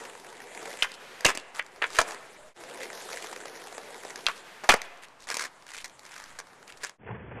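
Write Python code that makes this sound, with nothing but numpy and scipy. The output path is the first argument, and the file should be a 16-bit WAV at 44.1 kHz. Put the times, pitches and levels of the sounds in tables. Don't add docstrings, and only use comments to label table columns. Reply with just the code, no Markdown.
import sys
import numpy as np
from scipy import signal
from scipy.fft import rfft, irfft
from scipy.io import wavfile
from scipy.ndimage import uniform_filter1d, map_coordinates

SR = 44100
rng = np.random.default_rng(int(sys.argv[2]) if len(sys.argv) > 2 else 0)


def invert_db(level):
    return 10 ** (np.asarray(level, dtype=float) / 20)


def materialize(psi):
    bounded = np.clip(np.atleast_2d(psi).T, -1, 1)
    quanta = np.round(bounded * 32767).astype(np.int16)
    wavfile.write(sys.argv[1], SR, quanta)


N = 326340
TIME = np.arange(N) / SR

# t/s, load level/dB, sharpness of the stones/dB
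LOAD = [
    [(0, -45, 2.5), (.18, -51.5, 3), (.45, -50.5, 2), (.72, -44, 4), (.82, -49.5, 3.5), (1.32, -49, -4.5),
     (1.62, -59, 1), (2.04, -42, -2.5), (2.44, -56, 3)],
    [(2.62, -48.5, 1.5), (2.74, -46.5, 0.5), (3.14, -44, 6), (3.42, -48, 2), (4.24, -48, 3),
     (4.86, -54, 0.5), (5.16, -65, 4.5), (5.7, -64, 9.5), (6.9, -57.5, 0)],
]
# start t/s, end t/s
FREE_ROLL = [
    (0, .82),
    (2.55, 4.26),
]
# start t/s, end t/s
UNWEIGHTED = [
    (.96, 1.4),
    (4.408, 5.4),
]
# f/Hz, width/Hz, level/dB
DECK_MODES = [(254, 300, -9), (402.5, 141, 3), (504, 134, 2), (725, 180, -2), (970, 130, -4.5)]
TRUCK_MODES = [(1400, 700, -3), (2030, 700, 1.5), (2567, 2600, -7.5)]
GRIT_MODES = [(3330, 1400, 2.5), (5860, 3460, 3.5), (7240, 1700, 6.5), (10350, 2500, -4.5)]
DECK_DB, TRUCKS_DB, GRIT_DB = 1.55, -2.5, -7.5
AIR_DECK_DB, AIR_SPIN_DB, AIR_GRIT_DB = -2, 3.5, -15
UNLOADED_DECK_DB = -4
SPIN_HZ = 1500

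# f/Hz, level/dB, t60/s
PLYWOOD = [(481, 0, 0.19), (630, -2, 0.014), (1055, 3.5, 0.011), (1210, 1, 0.084), (1484, -17, 0.0483),
           (1660, 5, 0.025), (1839, -8.5, 0.04), (2060, -4, 0.04), (2300, -24.5, .05), (2420, -24, .05),
           (2930, -13, 0.11), (2900, -18, .04), (3206, -15.5, 0.0046), (3400, 4.5, 0.072)]
# t/s, peak level/dB, ring f/Hz, crack level/dB re peak, t60/s
POPS = [(.8232, -4, 2960, -19, 0.011), (.8255, -4.5, 2600, -17, 0.012), (.829, -16.5, 1500, -0.5, 0.025),
        (.8412, -19.5, 1900, -8.5, 0.0159), (.844, -16.5, 1210, -13, 0.06),
        (4.2655, -3.5, 3100, -16, 0.014), (4.268, -17, 2300, -17, 0.02), (4.271, -18.5, 1200, -15, 0.03),
        (4.2848, -13, 1130, -10.5, 0.011), (4.291, -22, 1180, -25, 0.061),
        (4.8175, -18.5, 1940, -1.5, 0.0094)]
# t/s, peak level/dB, ring f/Hz, crack level/dB re peak, t60/s
LANDINGS = [(1.2472, -11.5, 1500, -3, 0.027), (1.2495, -9, 1090, 3, 0.03), (1.2548, -1, 2330, -17.5, 0.015),
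            (1.262, -7, 2040, -1, 0.036), (1.275, -15.5, 2340, -5.5, 0.11),
            (1.2875, -16.5, 1090, -2, 0.047), (1.295, -20.5, 1500, 2.5, 0.017),
            (1.302, -17.5, 1010, -1.5, 0.022), (1.308, -30, 1800, -6, 0.03),
            (1.315, -23.5, 1400, -6, 0.018), (1.35, -23.5, 1940, 0, 0.038), (1.3742, -16.5, 2600, 0, 0.011),
            (1.9872, -4.5, 1400, -2.5, 0.017), (1.99, -6.5, 746, -23, 0.025),
            (2.0, -14.5, 633, -15.5, 0.011), (2.014, -16.5, 720, 2, 0.029),
            (4.637, -28.5, 630, -3.5, 0.085), (4.642, -28.5, 1140, 0, 0.011),
            (4.6905, -3.5, 750, -0.5, 0.037), (4.6932, -1, 2110, -19.5, 0.047),
            (4.7, -10, 2400, -16.5, 0.027), (4.7052, -2, 2410, -15, 0.022),
            (4.715, -16.5, 1950, 2.5, 0.072), (4.7228, -9, 1020, -27, 0.019),
            (4.7352, -14.5, 1310, -7, 0.041), (4.74, -8.5, 650, -4, 0.02), (4.76, -29.5, 655, -3, 0.094)]
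# t/s, peak level/dB, ring f/Hz, t60/s
CLATTER = [(5.271, -33, 1500, 0.02), (5.288, -25, 1650, 0.028), (5.2964, -37.5, 1380, 0.0091),
           (5.302, -16.5, 2130, 0.012), (5.312, -24, 1540, 0.0098), (5.315, -20.5, 1700, 0.016),
           (5.321, -27.5, 1500, 0.035), (5.343, -17, 2050, 0.013), (5.351, -23.5, 1850, .033),
           (5.3689, -15, 2320, 0.02), (5.394, -19.5, 1510, 0.025), (5.408, -24.5, 1210, 0.058),
           (5.421, -22.5, 2020, 0.035), (5.439, -23.5, 1600, 0.016), (5.449, -25.5, 1460, 0.054),
           (5.468, -35, 1100, 0.0068), (5.844, -22.5, 1910, 0.018), (5.849, -29.5, 1660, 0.023),
           (5.857, -30, 1720, 0.019), (6.388, -27.5, 1500, 0.044), (6.401, -28.5, 780, 0.011),
           (6.834, -23.5, 1660, 0.059), (6.841, -24.5, 1940, 0.02), (6.848, -19, 1430, 0.0066),
           (6.895, -29.5, 1520, 0.013)]
# t/s, peak level/dB, ring f/Hz, t60/s
RAIL_TAPS = [
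    (1.594, -18, 1800, 0.018),
    (1.5956, -12.5, 1630, 0.015),
    (1.8186, -18.5, 1340, 0.07),
    (1.822, -12, 1750, 0.011),
    (1.827, -22, 1590, 0.1),
    (1.836, -20, 1560, 0.033),
    (1.841, -12, 1550, 0.017),
]
# t/s, peak level/dB, ring f/Hz
STONES = [(0.0393, -34, 501), (0.1518, -31, 856), (0.3022, -37, 503), (0.3273, -31, 736),
          (0.4032, -33, 584), (0.4413, -38, 528), (0.5704, -36, 783), (0.628, -26.5, 514),
          (0.6569, -27, 510), (0.6767, -28, 496), (0.7043, -29, 721), (0.729, -25, 2030),
          (2.6372, -28, 756), (2.6951, -38, 501), (2.756, -39, 587), (2.8044, -32, 1930),
                (2.8318, -20, 1860), (2.8772, -34, 1920), (2.9036, -36, 829), (2.9465, -34, 860),
                (2.975, -29, 2410), (3.0019, -40, 1820), (3.0259, -49, 985), (3.0673, -41, 818),
                (3.0882, -28, 686), (3.1151, -28, 646), (3.1386, -26.5, 634), (3.1725, -21, 1540),
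                (3.2005, -36, 624), (3.2239, -20, 2140), (3.2439, -24.5, 590), (3.2873, -32, 1510),
                (3.3107, -36, 603), (3.3287, -23.5, 719), (3.3746, -30, 910), (3.4125, -28, 1570),
                (3.4554, -23, 557), (3.5676, -40, 528), (3.5881, -47, 544), (3.626, -39, 767),
                (3.6504, -45, 727), (3.6824, -29, 2290), (3.7258, -26.5, 568), (3.7801, -21.5, 563),
                (3.8325, -34, 528), (3.867, -43, 501), (3.8879, -52, 746), (3.93, -52, 729),
                (4.0016, -47, 528), (4.0356, -36, 525), (4.05, -24.5, 528), (4.0805, -30, 681),
                (4.1044, -23, 1790), (4.1583, -18.5, 1790), (4.1892, -31, 501)]
# t/s, peak level/dB, ring f/Hz
TICKS = [(0.9176, -29, 3630), (1.2076, -22, 1830), (1.5489, -29.5, 1210), (1.625, -35, 1700),
         (1.6462, -44, 1640), (1.664, -32, 1480), (1.719, -44, 1260), (1.7395, -48, 1620),
         (1.761, -37, 1050), (1.9037, -28, 1060), (1.9315, -32, 4270), (1.955, -28, 1990),
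         (1.9674, -20, 1790), (2.0782, -30, 1060), (2.088, -30, 1060), (2.1086, -21.5, 1500),
         (2.1204, -26, 2280), (2.1466, -29, 1390), (4.974, -42, 1020), (5.034, -38, 1590),
         (5.0844, -40, 1320), (5.2042, -41, 4370), (5.2225, -33, 1870), (5.2406, -36, 3050),
         (5.386, -25, 1510), (5.6237, -37.5, 2230), (5.6664, -32, 1540), (5.6795, -48, 3100),
         (5.6805, -34, 1480), (5.7046, -31, 2090), (5.7175, -29, 1590), (5.7358, -38, 1640),
         (5.7417, -34, 1660), (5.756, -31, 1750), (5.7667, -25, 1760), (5.7786, -26, 1980),
         (5.7964, -40, 2150), (5.814, -31, 2080), (5.88, -40, 6290), (5.8966, -37, 2720),
         (5.9937, -30, 2030), (6.0332, -37, 1940), (6.0523, -31, 1760), (6.064, -30.5, 2130),
         (6.119, -31, 1800), (6.1409, -35, 2450), (6.163, -27, 1430), (6.1799, -28, 1880),
         (6.2005, -30, 1170), (6.2224, -34, 1500), (6.2398, -27.5, 1700), (6.4703, -38.5, 1500),
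         (6.532, -40.5, 1300), (6.6279, -36, 1110), (6.678, -31, 2010), (6.7233, -31, 2870),
         (6.773, -34, 1810), (6.8135, -39, 1650)]
POP_THUD_DB, LANDING_THUD_DB = -31, -4
CLATTER_CRACK_DB, CLATTER_THUD_DB = 0.5, -10
RAIL_CRACK_DB, RAIL_THUD_DB = -20, -42
STONE_DB, TICK_DB = -4, -3.5
STONE_CRACK_DB, TICK_CRACK_DB = -2.5, 0
RISE_PER_T60 = 0.053
FIRST_TOUCH = 1.72
POP_RATTLE_DB = -1.5

# t/s, swell/s, fade/s, level/dB, ring f/Hz
SCUFFS = [(.79, 0.057, 0.0063, -39, 1500), (.935, 0.013, 0.0086, -46, 3200),
          (1.249, 0.016, 0.064, -36, 1500), (1.544, 0.042, 0.015, -39, 905),
          (1.85, 0.028, 0.017, -49, 1400), (1.89, 0.031, 0.02, -49, 3380), (1.93, 0.04, 0.024, -36, 1500),
          (1.987, 0.0028, 0.021, -24, 1400), (2.058, 0.034, 0.057, -40.5, 634),
          (4.645, 0.012, 0.039, -47, 1090), (4.691, 0.005, 0.021, -19.5, 1220),
          (2.8, 0.035, 0.015, -41, 1810), (4.272, 0.018, 0.042, -45, 2000),
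          (6.86, 0.013, 0.027, -48.5, 1700), (6.69, .012, .015, -52.5, 1500),
          (1.378, .005, 0.035, -50, 3000), (4.35, 0.031, 0.029, -50.5, 3200),
          (4.83, 0.0082, 0.028, -49, 1480), (5.017, 0.025, 0.015, -48, 1620),
          (5.19, 0.053, 0.022, -55.5, 3800), (5.272, 0.035, 0.033, -37.5, 920),
          (5.335, 0.02, 0.016, -45, 1030), (5.38, .02, 0.088, -42.5, 1400),
          (5.664, 0.035, 0.043, -50, 1540), (5.731, 0.017, 0.015, -41.5, 1620),
          (5.764, 0.006, 0.062, -43.5, 1930), (6.029, 0.017, 0.099, -52.5, 1440),
          (6.108, 0.04, 0.27, -49, 1230), (6.669, 0.034, 0.0042, -50.5, 1700),
          (6.766, 0.015, 0.0084, -55.5, 4800), (6.8, 0.052, 0.02, -46.5, 1640)]
SCUFF_GRIT_DB = -5
# start t/s, end t/s, f/Hz, level/dB
RUNAWAY = (2.37, 2.54, 600, -56)

# t/s, rolling level/dB
LAST = [
    (7.03, -48),
    (7.116, -40),
    (7.188, -47.5),
    (7.238, -49),
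    (7.345, -45.5),
    (7.364, -40),
    (7.4, -45.5),
]
# f/Hz, width/Hz, level/dB
LAST_RUMBLE = [(72, 106, -10.5), (109, 29, -1), (188, 75, -11.5)]
LAST_ROLL = [(435, 124, -1), (920, 250, -7.5), (1590, 420, -8), (2520, 810, -18.5)]
LAST_RUMBLE_DB, LAST_RUMBLE_FOLLOWS = -43, 0.41
# t/s, fade-out/s, fade-in/s
JOINS = [
    (2.54, 0.072, 0.055),
    (6.978, 0.099, 0.11),
]

# f/Hz, level/dB per Hz
HISS = [(250, -3.5), (500, 1), (1000, 4), (2200, -7.5), (4000, -18.5), (9000, -21), (14000, -51.5)]
HISS_DB = -56
TRAFFIC_DB, GROUND_FOLLOWS = -66, 0.13
DUCK_DB, DUCK_BACK_S = -4.5, .25

# start t/s, end t/s
GAIN_CLIMBS = [
    (1.75, 1.98),
    (2.34, 2.47),
    (2.6, 2.66),
    (5.17, 5.3),
    (5.73, 5.84),
    (6.18, 6.38),
    (6.73, 6.82),
    (7.34, 7.4),
]
# f/Hz, level/dB re its neighbourhood
KEPT = [(6000, -14), (9000, -9), (11500, -5.5), (14000, -3.5)]
TOP_HZ, TOP_DB = 14000, -89.5


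def rolling():
    load_db, sharp_db = in_time(np.concatenate(LOAD))
    air = sum(np.clip(np.minimum(TIME - a, b - TIME) / .05, 0, 1) for a, b in UNWEIGHTED)
    loaded = sum((TIME > a) & (TIME < b) for a, b in FREE_ROLL)
    unloaded = uniform_filter1d(1. - loaded, size=2000)
    jolts = bumps(per_s=65.0, spread_db=3.0, decay_s=0.0012) * np.where(loaded, 1, .15)
    white = rng.standard_normal((3, N))
    deck = unit(band(body(white[0] * (1 + 0.2 * jolts), DECK_MODES), 170, 1300))
    trucks = unit(band(body(white[1] * (1 + 0.56 * jolts), TRUCK_MODES), 680, 3100))
    spin = unit(resonate(white[1], SPIN_HZ, 1300.0) * invert_db(1.5 * uniform_filter1d(jolts, size=900)))
    grit = unit(band(body(white[2] * (1 + 0.47 * jolts), GRIT_MODES), 2000, 14500))
    deck_gain = invert_db(DECK_DB - 0.78 * sharp_db + AIR_DECK_DB * air + UNLOADED_DECK_DB * unloaded)
    trucks_gain = invert_db(TRUCKS_DB + AIR_SPIN_DB * air)
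    grit_gain = invert_db(GRIT_DB + sharp_db + AIR_GRIT_DB * air)
    wheels = trucks_gain * ((1 - air) * trucks + air * spin)
    return invert_db(load_db) * (deck_gain * deck + wheels + grit_gain * grit)


def bumps(per_s, spread_db, decay_s):
    sizes = invert_db(spread_db * np.minimum(rng.exponential(1, N), 3))
    jolts = (rng.random(N) < per_s / SR) * sizes
    return unit(decaying_sum(jolts + 1e-18, decay_s))


def tail_pops():
    return knocks(blows_of(POPS, POP_THUD_DB), wood_db=-13.0, sharp=3.0)


def slams():
    clatter = [(s, db, hz, CLATTER_CRACK_DB, t60) for s, db, hz, t60 in CLATTER]
    taps = [(s, db, hz, RAIL_CRACK_DB, t60) for s, db, hz, t60 in RAIL_TAPS]
    rows = blows_of(LANDINGS, LANDING_THUD_DB)
    rows += blows_of(clatter, CLATTER_THUD_DB) + blows_of(taps, RAIL_THUD_DB)
    return knocks(rows, wood_db=-7.0, sharp=2.67)


def stones_and_ticks():
    stones = [(s, db + STONE_DB, hz, STONE_CRACK_DB, .016) for s, db, hz in STONES]
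    ticks = [(s, db + TICK_DB, hz, TICK_CRACK_DB, .012) for s, db, hz in TICKS]
    return knocks(blows_of(stones, -18.0) + blows_of(ticks, -25.0), wood_db=-8.0, sharp=1.7)


def blows_of(rows, thud_db):
    return [(s, db, hz, crack_db, thud_db, t60) for s, db, hz, crack_db, t60 in rows]


def knocks(rows, wood_db, sharp):
    size = 3500
    age, out = np.arange(size) / SR, np.zeros(N + size)
    noise = rng.standard_normal((len(rows), size))
    shares = rng.normal(0, 0.83, (len(rows), len(PLYWOOD)))
    strike = 1 + 0.84 * np.exp(-age / 0.00032)
    for (s, peak_db, hz, crack_db, thud_db, t60), burst, share_db in zip(rows, noise, shares):
        rise = np.minimum(age / (RISE_PER_T60 * t60), 1)
        burst = burst * strike * invert_db(-60 * age / max(t60, .005)) * rise
        burst[:7] += FIRST_TOUCH * np.hanning(7)
        wood = sum(invert_db(db + d) * resonate(burst, f, 4.3 / mode_t60)
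                   for (f, db, mode_t60), d in zip(PLYWOOD, share_db))
        width_hz = 500 + hz / sharp
        ring = resonate(resonate(burst, hz, width_hz), hz, width_hz)
        crack = burst * invert_db(-60 * age / 0.19)
        crack = band(crack, 2720, 7140) + 0.18 * band(crack, 6000, 9600) + 0.11 * band(crack, 10000, 13000)
        boom = 1.4 * invert_db(peak_db) * band(burst * invert_db(-60 * age / 0.015), 56, 200)
        thud = band(burst, 240, 1013) + boom
        parts = [ring, crack, thud, band(wood, 330, 3300)]
        levels = invert_db([-2.5, crack_db + 1.5, thud_db - 5.5, wood_db])
        at = round(s * SR)
        out[at:at + size] += invert_db(peak_db) * sum(g * p / np.abs(p).max() for g, p in zip(levels, parts))
    return out[:N]


def scuffs():
    slip_rate = bumps(per_s=820.0, spread_db=7.0, decay_s=0.00078)
    slips = unit(rng.standard_normal((2, N)) * (0.5 + 0.6 * slip_rate))
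    grit = unit(band(body(slips[1], GRIT_MODES), 2400, 13500))
    out = np.zeros(N)
    for start, swell, fade, level_db, hz in SCUFFS:
        span = slice(round(start * SR), round((start + swell + fade) * SR))
        stroke = np.sqrt(np.interp(TIME[span] - start, [0, swell, swell + fade], [0, 1, 0]))
        ring = unit(resonate(resonate(slips[0, span], hz, 1.4 * hz), hz, 1.4 * hz))
        out[span] += invert_db(level_db) * stroke * (ring + invert_db(SCUFF_GRIT_DB) * grit[span])
    return out


def runaway():
    start, end, hz, level_db = RUNAWAY
    hum = resonate(resonate(rng.standard_normal(N), hz, 70), hz, 70)
    return invert_db(level_db) * unit(hum) * np.clip(np.minimum(TIME - start, end - TIME) / 0.026, 0, 1)


def last_attempt():
    roll_db, = in_time(LAST)
    rumble_db = LAST_RUMBLE_DB + LAST_RUMBLE_FOLLOWS * (roll_db + 46.5)
    jolts = bumps(per_s=60.0, spread_db=3.0, decay_s=0.005)
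    white = rng.standard_normal((2, N))
    rumble = invert_db(rumble_db) * body(white[0], LAST_RUMBLE)
    roll = invert_db(roll_db) * body(white[1] * (1 + 0.57 * jolts), LAST_ROLL)
    return signal.sosfilt(signal.ellip(12, 1, 70, 3480, fs=SR, output="sos"), rumble + roll)


def hardware_rattle(blows):
    return scatter(blows, level_db=-11.5, t60=0.074, delay_s=0.0094, top_hz=6700, lumpy=2.77)


def street_echo(blows):
    return scatter(blows, level_db=-20.5, t60=0.9, delay_s=0.012, top_hz=3600, lumpy=0.3)


def scatter(x, level_db, t60, delay_s, top_hz, lumpy):
    age = np.arange(SR // 2) / SR
    returns = rng.standard_normal(len(age)) * rng.exponential(1, len(age)) ** lumpy
    returns = returns * invert_db(-60 * age / t60) * (age > delay_s)
    return invert_db(level_db) * signal.fftconvolve(band(x, 420, top_hz), returns / np.linalg.norm(returns))[:N]


def street(duck):
    hz = np.fft.rfftfreq(N, 1 / SR)
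    hiss_hz, hiss_db = np.transpose(HISS)
    colour = invert_db(np.interp(np.log(hz + 1), np.log(hiss_hz), hiss_db, left=-40))
    hiss = unit(irfft(rfft(rng.standard_normal(N)) * colour, N))
    hum = unit(band(rng.standard_normal(N), 120, 260) + 0.39 * band(rng.standard_normal(N), 15, 90))
    load_db = in_time(np.concatenate(LOAD))[0]
    hum_gain = invert_db(TRAFFIC_DB + GROUND_FOLLOWS * (load_db + 48.0)) * duck
    return invert_db(HISS_DB) * hiss + hum_gain * hum


def ducking(blows):
    recent = decaying_sum(blows ** 2, DUCK_BACK_S)
    return invert_db(DUCK_DB * np.sqrt(recent / recent.max()))


def unit(x):
    return x / np.sqrt(np.mean(x ** 2) + 1e-20)


def in_time(rows):
    s, *columns = np.transpose(rows)
    return [np.interp(TIME, s, c) for c in columns]


def decaying_sum(x, decay_s):
    return signal.lfilter([1], [1, -np.exp(-1 / (decay_s * SR))], x)


def resonate(x, hz, width_hz):
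    r = np.exp(-np.pi * width_hz / SR)
    poles = [1, -2 * r * np.cos(2 * np.pi * hz / SR), r * r]
    return signal.lfilter([(1 - r * r) / 2, 0, (r * r - 1) / 2], poles, x)


def body(x, peaks, patchy_db=1.62):
    total = 0
    for k, (hz, width_hz, db) in enumerate(peaks):
        total = total + (-1) ** k * invert_db(db + patchy_db * drift(35.0)) * resonate(x, hz, width_hz)
    return unit(total)


def drift(per_s):
    points = rng.standard_normal(400)
    return map_coordinates(points, [np.minimum(TIME * per_s, 398)], order=3)


def band(x, lo_hz, hi_hz):
    return signal.sosfilt(signal.butter(2, [lo_hz, min(hi_hz, .45 * SR)], "band", fs=SR, output="sos"), x)


def scene():
    pops = tail_pops()
    ground_blows = slams() + stones_and_ticks()
    rattle = hardware_rattle(ground_blows + invert_db(POP_RATTLE_DB) * pops)
    blows = ground_blows + pops
    near = rolling() + blows + scuffs() + runaway() + rattle + street_echo(blows) + street(ducking(blows))
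    fade = np.ones(N)
    for s, out_s, in_s in JOINS:
        fade = fade * np.clip(np.maximum((s - TIME) / out_s, (TIME - s) / in_s), .01, 1)
    return (fade * np.where(TIME < JOINS[-1][0], near, last_attempt()))[None]


def drop_weak_treble(x):
    hz, _, cells = signal.stft(x, SR, nperseg=1024)
    patch = uniform_filter1d(np.abs(cells), size=6, axis=1)
    around = uniform_filter1d(np.abs(cells), size=40, axis=1)
    kept = patch > around * invert_db(np.interp(hz, *np.transpose(KEPT), left=-99))[:, None]
    kept &= (hz < TOP_HZ)[:, None] | (patch > invert_db(TOP_DB))
    return signal.istft(cells * kept, SR, nperseg=1024)[1][:, :N]


def top_cut(x):
    return signal.sosfilt(signal.butter(12, 15060, fs=SR, output="sos"), x)


def record(dry):
    climbing = sum((TIME > a) & (TIME < b) for a, b in GAIN_CLIMBS)
    steps = climbing * (np.arange(N) % round(SR / 30) == 0) * invert_db(-59.0)
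    climb = decaying_sum(steps + 1e-18, .07)
    fast, slow = decaying_sum(dry ** 2, .012), decaying_sum(dry ** 2, .11)
    offset = climb - invert_db(-60.5) * fast - invert_db(-80.0) * slow - invert_db(-68.5)
    offset = signal.sosfilt(signal.butter(2, 90, fs=SR, output="sos"), offset)
    rounded = 0.73 * np.tanh(dry / 0.81) + offset
    dull = signal.sosfilt(signal.butter(5, 13700, fs=SR, output="sos"), rounded)
    return top_cut(drop_weak_treble(dull))


dry = scene()
out = record(dry)
materialize(out)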